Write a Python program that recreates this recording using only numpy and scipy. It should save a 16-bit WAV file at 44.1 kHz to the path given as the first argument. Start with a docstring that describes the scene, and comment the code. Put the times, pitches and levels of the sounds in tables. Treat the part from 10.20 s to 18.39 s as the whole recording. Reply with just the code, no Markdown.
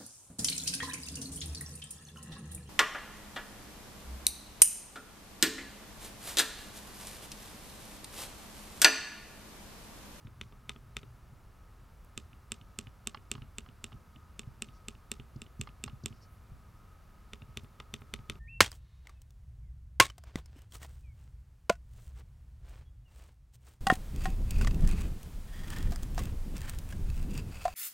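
"""Sharp plastic clacks: a finger taps a space bar at its right end, then the left, then the right again.
Each press drives the bar to the bottom, so the bar rings and the keyboard's case thuds on its desk mat.
The bar springs back with a small tick and sometimes rattles; the fingertip thumps and slides softly.
A close microphone also hears the small room, its low rumble and a faintly whining fan."""
import sys
import numpy as np
from scipy import signal
from scipy.io import wavfile

SR = 44100
rng = np.random.default_rng(int(sys.argv[2]) if len(sys.argv) > 2 else 0)


def master_out(mix):
    """Clip the mix to full scale and print it as 16-bit PCM to the path in sys.argv[1]."""
    frames = np.transpose(np.atleast_2d(mix))
    ceiling = np.clip(frames, -1, 1)
    pcm = np.round(ceiling * 32767).astype(np.int16)
    wavfile.write(sys.argv[1], SR, pcm)


N = 361179
TIME = np.arange(N) / SR
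RING_TIME = np.arange(SR // 8) / SR


def from_db(db):
    """Turn decibels (dB) into a number to multiply a sound by."""
    return 10 ** (np.asarray(db) / 20)


def rms_one(x):
    """Scale a sound so that its average strength (rms) is 1."""
    return x / np.sqrt(np.mean(x ** 2) + 1e-20)


def at_hz(points, hz):
    """Read between rows of (frequency, value), giving every octave equal room."""
    frequencies, values = np.transpose(points)
    return np.interp(np.log(hz), np.log(frequencies), values)


def filtered(x, hz, kind, order=2):
    """Keep the "low" part, the "high" part or one "band" of a sound."""
    return signal.sosfilt(signal.butter(order, hz, kind, fs=SR, output="sos"), x + 1e-18)


def add(track, s, sound):
    """Mix a sound into a track, starting at s seconds."""
    start = max(round(s * SR), 0)
    track[..., start:start + sound.shape[-1]] += sound[..., :N - start]


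def ring(hz, t60, db):
    """A struck object's tones, each fading 60 dB in t60 seconds; neighbours swing opposite ways."""
    t = RING_TIME[RING_TIME < t60.max()]
    swings = np.sin(2 * np.pi * hz[:, None] * t) * np.exp(-np.log(1000) * t / t60[:, None])
    return (from_db(db) * (-1) ** np.arange(len(hz))) @ swings


# How alike the room noise is on both sides. Each row: frequency in Hz, likeness (1 is identical).
LIKENESS = [(30, 0.95), (120, 0.99), (300, 0.85), (1000, 0.85), (3000, 0.99), (12000, 1)]

def banded_noise(spectrum):
    """Stereo noise shaped in bands about a third of an octave wide; rms 1."""
    lowest, highest = spectrum[0][0], spectrum[-1][0]
    edges = np.geomspace(lowest, highest, int(np.log2(highest / lowest) * 3) + 1)
    out, white = 0, rng.standard_normal((2, 2, N))
    for k, band in enumerate(zip(edges, edges[1:])):
        shared, opposed = filtered(white[k % 2], band, "band")
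        hz = np.sqrt(band[0] * band[1])
        alike = at_hz(LIKENESS, hz)
        stereo = np.sqrt(1 + alike) * shared + np.sqrt(1 - alike) * opposed * [[1], [-1]]
        out = out + from_db(at_hz(spectrum, hz)) * stereo
    return rms_one(out)


# The room's rumble and its airy hiss. Each row: frequency in Hz, relative level in dB.
RUMBLE_SPECTRUM = [(20, -7), (45, 1), (70, -1), (100, -4.5), (140, -14.5), (185, -11), (240, -21.5),
                   (330, -35.5), (500, -47)]
AIR_SPECTRUM = [(200, -5), (320, 2), (550, 0), (900, 0), (1300, 2), (1700, -6.5), (2300, -8.5),
                (3500, -14.5), (5200, -15), (7500, -18.5), (13000, -18.5), (16000, -23)]

def room_noise(rumble_db=-55, air_db=-65.5):
    """A steady low rumble under the soft hiss of moving air."""
    rumble = from_db(rumble_db) * banded_noise(RUMBLE_SPECTRUM)
    return rumble + from_db(air_db) * banded_noise(AIR_SPECTRUM)


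def wavering_tone(hz, width_hz):
    """Noise passes twice through a narrow filter, leaving one unsteady tone; rms 1."""
    radius = np.exp(-np.pi * width_hz / SR)
    poles = [1, -2 * radius * np.cos(2 * np.pi * hz / SR), radius * radius]
    once = signal.lfilter([1, 0, -1], poles, rng.standard_normal(N + SR))
    return rms_one(signal.lfilter([1], poles, once)[SR:])


# The fan's whine. Each row: pitch in Hz, width in Hz, base level in dB.
WHINE_TONES = [(1249, 4.9, -76.5), (1275, 6.5, -77.5)]
# How loud the whine and hum sound. Each row: time in seconds, whine boost in dB, hum level in dB.
FAN_LEVEL = [(1.2, -3, -58), (1.6, -1, -71), (6.3, 1, -82), (8.19, 4, -75)]

def fan(hum_hz=120.7):
    """A fan whines faintly on two close pitches above a low hum."""
    times, *levels = np.transpose(FAN_LEVEL)
    whine_db, hum_db = [np.interp(TIME, times, db) for db in levels]
    whine = sum(from_db(db) * wavering_tone(hz, width) for hz, width, db in WHINE_TONES)
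    return from_db(whine_db) * whine + from_db(hum_db) * wavering_tone(hum_hz, width_hz=14.7)


# The room's first echoes. Each row: delay in seconds, relative level in dB.
EARLY_ECHOES = [(0.01, -39), (0.0107, -22.5), (.0218, -23), (.0231, -26), (.0246, -27)]

def room_echo(dry, tail_db=-22, t60=0.067, wall_hz=5000, build_s=0.0039,
              bass_db=-9, bass_hz=420, bass_t60=0.19):
    """The walls send back a few clear echoes, a faint blurred tail and a short boom."""
    t = np.arange(SR // 2) / SR
    white = rng.standard_normal((2, 2, len(t))) * (1 - np.exp(-t / build_s))
    tail = rms_one(white[0] * from_db(-60 * t / t60)) / np.sqrt(len(t))
    boom = rms_one(white[1] * from_db(-60 * t / bass_t60)) / np.sqrt(len(t))
    response = from_db(tail_db) * tail
    for delay, db in EARLY_ECHOES:
        response[:, round(delay * SR)] += from_db(db)
    response = filtered(response, wall_hz, "low", order=1)
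    response += from_db(bass_db) * filtered(boom, bass_hz, "low")
    return signal.fftconvolve(dry, response, axes=1)[:, :N]


def skin_swish(swell_s, centre_hz, octaves):
    """Skin rubs on plastic: a hiss that swells to rms 1 after swell_s and fades again."""
    t = np.arange(int(2 * swell_s * SR)) / SR
    band_hz = centre_hz * 2 ** (octaves * np.array([-.5, .5]))
    hiss = filtered(rng.standard_normal(len(t)), band_hz, "band")
    return np.exp(-(2 * (t / swell_s - 1)) ** 2) * rms_one(hiss)


# Skin slides on the bar. Each row: loudest moment in seconds, swell time in seconds, level in dB,
# centre of the hiss in Hz, its width in octaves.
SLIDES = [(1.848, 0.0034, -63, 10500, 1.1), (4.56, .06, -73, 5140, 0.43), (5.965, .05, -73, 5100, .4),
          (6.032, 0.042, -66.5, 5040, .4), (6.13, .07, -76, 12000, .7), (7.44, 0.023, -71, 10500, .9),
          (7.813, .02, -72, 10500, .9)]

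def finger_slides():
    """The finger shifts along the bar with a faint hiss."""
    out = np.zeros((2, N))
    for s, swell_s, db, centre_hz, octaves in SLIDES:
        add(out, s - swell_s, from_db(db) * skin_swish(swell_s, centre_hz, octaves))
    return out


# The keyboard on its mat and desk. Each row: pitch in Hz, fade time in seconds, relative level in dB.
ROCKING_TONES = [(65, 0.17, -4), (107, 0.073, 0.5), (135.5, 0.05, -3.5), (183, 0.075, -8),
                 (238.5, 0.082, -7), (308.5, 0.097, -5), (387, 0.022, -21)]

def case_rocking(contact_ms, scatter_db=3.0, spread_db=2.5, shove_db=2.5, yield_hz=75):
    """A slow push shoves the case, then leaves it rocking; the two sides' average peaks at 1."""
    hz, t60, db = np.transpose(ROCKING_TONES)
    db = db + scatter_db * rng.standard_normal(len(hz)) + spread_db * rng.standard_normal((2, len(hz)))
    push = np.sin(np.pi * np.minimum(RING_TIME * 1000 / contact_ms, 1)) ** 2
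    thump = signal.fftconvolve(push[None], ring(hz, t60, db), axes=1)
    thump = thump / np.abs(thump).max()
    # the air is pushed out and drawn back: one swing each way
    shove = filtered(push, (yield_hz, yield_hz * 2), "band", order=1)
    add(thump, 0, from_db(shove_db) * shove / np.abs(shove).max())
    return thump / np.abs(thump.mean(axis=0)).max()


# Low thumps. Each row: start in seconds, peak level in dB, contact time in milliseconds.
SOFT_THUMPS = [(.048, -37, 4.4), (1.123, -44.5, 5.1), (1.969, -43, 3.6), (3.179, -40, 4.5),
               (3.742, -42.5, 4.2), (4.271, -37.5, 6.6), (5.159, -35.5, 3.3), (5.394, -33, 3.8),
               (5.660, -38, 3.2), (5.730, -37.5, 5.8), (5.836, -35, 2.44), (5.905, -40, 4.6),
               (6.316, -38, 7.6), (7.289, -44.5, 7.6), (7.433, -41.5, 3.8), (7.989, -39, 6.9)]

def soft_thumps(scuff_db=-3, scuff_loss_db_per_ms=7.5, scuff_lead_s=0.0029):
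    """The case thumps as the finger lands on or leaves the bar; a quicker touch scuffs the skin more."""
    out = np.zeros((2, N))
    for s, peak_db, contact_ms in SOFT_THUMPS:
        add(out, s, from_db(peak_db) * case_rocking(contact_ms))
        scuff = skin_swish(swell_s=0.0065, centre_hz=5200, octaves=0.46)
        add(out, s - scuff_lead_s, from_db(peak_db + scuff_db - scuff_loss_db_per_ms * contact_ms) * scuff)
    return out


# How much louder the left side is than the right. Each row: frequency in Hz, difference in dB
# for a blow at the bar's left end, the same for its right end.
BALANCE = [(202, 5, -4.5), (400, -5, -4.5), (1200, -3, 3.5), (3140, -5, 2), (5470, -3.5, 1),
           (8300, -1.9, 0), (12000, 0, 2)]

def stereo_db(hz, place):
    """Left and right level changes for tones struck at a place on the bar (0 left, 1 right)."""
    frequencies, left_end, right_end = np.transpose(BALANCE)
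    balance = np.interp(np.log(hz), np.log(frequencies), left_end + place * (right_end - left_end))
    return np.array([balance / 2, -balance / 2])


# The ring of a rattle. Each row: pitch in Hz, fade time in seconds, relative level in dB.
RATTLE_TONES = [(850, 0.032, -46.5), (1020, 0.033, -44.5), (1214, 0.014, -35), (1460, 0.028, -50.5),
                (1670, 0.026, -52), (2120, 0.018, -45), (2780, 0.019, -48), (3250, .012, -45.5),
                (4200, 0.0087, -46.5), (5200, 0.0055, -47.5)]
# The bar rattles. Each row: start in seconds, force in dB.
RATTLES = [(0.5001, -8), (2.9462, 1.5), (3.152, -7.5), (3.18, -16), (3.462, -13.5), (3.7200, -13),
           (5.4729, -5), (5.6786, -2), (7.6020, -4)]

def bar_rattles(bounce_s=0.00339, bounce_db=-6):
    """The loose bar gives a hollow double knock on its stabiliser, the wire that keeps it level."""
    out = np.zeros((2, N))
    hz, t60, db = np.transpose(RATTLE_TONES)
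    for s, force_db in RATTLES:
        for delay, drop_db in [(0, 0), (bounce_s * rng.uniform(0.87, 1.214), bounce_db)]:
            scatter_db = rng.normal(0, 1.5, len(hz))
            add(out, s + delay, ring(hz, t60, db + force_db + drop_db + scatter_db + stereo_db(hz, 0)))
    return out


# How the taps change. Each row: time in seconds, the finger's place on the bar (0 left, 1 right),
# fullness in dB (how much thud and treble the clack has).
PLACE_AND_FULLNESS = [(1.001, 0.96, -3.2), (1.7, 0.13, -2), (4.6, 0.15, .5), (6.1, 0.13, 0),
                      (6.7, 0.73, -1.5), (8.099, 1, .8)]

def place_and_fullness(s):
    """Where the finger is and how full the clack sounds at s seconds."""
    times, place, fullness_db = np.transpose(PLACE_AND_FULLNESS)
    return np.interp(s, times, place), np.interp(s, times, fullness_db)


# The ring of the bar and case. Each row: pitch in Hz, fade time in seconds, relative level in dB
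# when struck at the left end, the same at the right end.
BAR_TONES = [(126, 0.012, -29, -29), (227, 0.056, -36, -41), (408.6, 0.058, -43.5, -43),
             (590, 0.024, -52.5, -47.5), (845, 0.0057, -41, -37.5), (1140, 0.068, -56.5, -55.5),
             (1254, 0.031, -47.5, -42), (1650, 0.0048, -38.5, -48), (1885, 0.018, -43, -39),
             (2464, 0.0025, -23.5, -18), (2712, 0.01, -25.5, -27), (2946, 0.012, -33.5, -34),
             (3590, 0.014, -33.5, -29.5), (3990, 0.024, -44, -45), (4410, 0.003, -31.5, -30),
             (5465, 0.0088, -34.5, -38), (5800, 0.004, -39, -30.5), (6140, 0.013, -40, -39),
             (7100, 0.0022, -22, -32.5), (7640, 0.0095, -35, -39.5), (7440, 0.012, -34, -73),
             (8210, 0.0052, -23, -36), (9140, 0.0017, -36.5, -34), (10000, 0.015, -49.5, -44.5),
             (11200, 0.0027, -43, -46), (12340, 0.0098, -46, -54), (13223, 0.0051, -47, -48),
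             (14700, 0.0031, -43, -70)]

def bar_blow(place, brightness=0, thud_db=0, variety=1, treble_hz=2800, case_hz=600):
    """One blow: the place decides which tones ring most; brightness adds treble in dB per octave."""
    hz, t60, left_db, right_db = np.transpose(BAR_TONES)
    db = left_db + place * (right_db - left_db)
    db = db + thud_db * (hz < case_hz) + brightness * np.log2(np.maximum(hz / treble_hz, 1))
    # the finger weighs on the bar a little differently each time
    db = db + variety * rng.normal(0, 1.1, len(hz))
    shifted_hz = hz * (1 + variety * rng.normal(0, .009, len(hz)))
    return ring(shifted_hz, t60, db + stereo_db(hz, place))


# The bar springs back up. Each row: time in seconds, force in dB.
RETURNS = [(0.0707, -21.5), (0.3237, -22.5), (0.561, -20), (0.8312, -19), (2.1307, -25), (2.413, -20.5),
           (2.6703, -17), (2.9731, -18), (3.1521, -14), (3.22, -16), (3.4884, -19.5), (3.728, -20.5),
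           (3.96, -21.5), (4.2328, -24), (4.4865, -21.5), (4.7513, -24), (4.9981, -12), (5.2642, -24),
           (5.49, -20.5), (5.6968, -21), (5.9265, -22), (7.2199, -19), (7.4449, -23.5), (7.819, -19),
           (7.9899, -24.5), (8.155, -24)]

def bar_returns(left_body_db=0.5, right_body_db=9.5, bass_cut_hz=120, contact_hz=3250,
                stop_hz=2950, stop_t60=0.023, stop_db=-34, lift_db=-26, lift_lead_s=0.00317):
    """The rubber dome throws the bar to its top stop: a tick, hollow on the right, ringing on the left."""
    out = np.zeros((2, N))
    stop_note = ring(np.array([stop_hz]), np.array([stop_t60]), stop_db + stereo_db([stop_hz], 0))
    for s, force_db in RETURNS:
        place, _ = place_and_fullness(s)
        body_db = left_body_db + place * (right_body_db - left_body_db)
        blow = bar_blow(place, thud_db=body_db, variety=2.5, case_hz=1750)
        tick = filtered(blow, contact_hz, "low", order=3)  # a softer contact has less treble
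        add(out, s, from_db(force_db) * filtered(tick, bass_cut_hz, "high", order=1))
        add(out, s, from_db(force_db) * (1 - place) * stop_note)
        # freed of the finger's weight, the case rocks
        add(out, s - lift_lead_s, from_db(force_db + lift_db) * case_rocking(contact_ms=4.16))
    return out


def keycap_chatter(ticks_per_s=700, t60=0.27, band_hz=(1800, 6800), size_db=3.0):
    """A jolt shakes the loose keycaps: tiny random ticks that die away; total energy 1."""
    n = len(RING_TIME)
    sizes = from_db(size_db * np.minimum(rng.exponential(1, n), 3)) * rng.choice([-1, 1], n)
    ticks = sizes * (rng.random(n) < ticks_per_s / SR) * from_db(-60 * RING_TIME / t60)
    return rms_one(filtered(ticks, band_hz, "band")) / np.sqrt(n)


# The bar hits the bottom. Each row: time in seconds, force in dB.
PRESSES = [(0.2126, -4), (0.4938, -0.5), (0.7675, 1), (1.9764, -1.5), (2.3190, 1), (2.5880, 1),
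           (2.872, 2.5), (3.1153, 2.5), (3.3838, -3), (3.6415, -2.5), (4.1933, -4), (4.4214, 0),
           (4.684, -3), (4.916, 1.5), (5.2179, -8), (5.4127, -2), (5.639, -0.5), (5.8591, 1),
           (7.1337, -6.5), (7.3721, -1.5), (7.6005, -10.5), (7.7395, -1), (7.9386, 0), (8.0980, 0)]

def bar_presses(snap_db=-30, snap_lead_s=0.01, snap_hz=(2400, 4500),
                left_push_db=-43, right_push_db=-36, push_lead_s=0.0045,
                bounce_db=-33, bounce_s=0.0069, bounce_hz=1500, chatter_db=-34):
    """The rubber dome under the bar snaps, the bar clacks down and bounces, and the keycaps chatter."""
    out = np.zeros((2, N))
    for s, force_db in PRESSES:
        place, fullness_db = place_and_fullness(s)
        brightness = 0.78 + 0.33 * force_db + 0.52 * fullness_db  # a harder press is brighter
        thud_db = -0.5 + fullness_db - 0.33 * force_db  # the thud grows more slowly than the clack
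        snap = filtered(bar_blow(place), snap_hz, "band")
        add(out, s - snap_lead_s * rng.uniform(0.4, 1), from_db(force_db + snap_db) * snap)
        # the finger's weight reaches the desk just before the clack; the case gives more on the right
        push_db = left_push_db + place * (right_push_db - left_push_db)
        add(out, s - push_lead_s, from_db(force_db + thud_db + push_db) * case_rocking(contact_ms=3.65))
        clack = bar_blow(place, brightness, thud_db)
        add(out, s, from_db(force_db) * clack)
        add(out, s, from_db(force_db + chatter_db) * keycap_chatter())
        for delay in bounce_s * rng.random(size=3) ** 2:
            bounce = filtered(bar_blow(place, brightness - 4, variety=4.4), bounce_hz, "high")
            add(out, s + delay, from_db(force_db + bounce_db) * bounce)
    return out


def scene(right_lag_samples=0.13):
    """The keyboard close up in its room, a hair nearer the microphone's left side."""
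    left, right = bar_presses() + bar_returns() + bar_rattles() + soft_thumps() + finger_slides()
    # an all-pass filter delays the right side by a fraction of a sample
    late = (1 - right_lag_samples) / (1 + right_lag_samples)
    keyboard = np.array([left, signal.lfilter([late, 1], [1, late], right)])
    return keyboard + room_echo(keyboard) + room_noise() + fan()


def record(dry, cutoff_hz=16200):
    """The very highest treble is cut off steeply."""
    return signal.sosfilt(signal.ellip(10, .1, 80, cutoff_hz, fs=SR, output="sos"), dry)


dry = scene()
out = record(dry)
master_out(out)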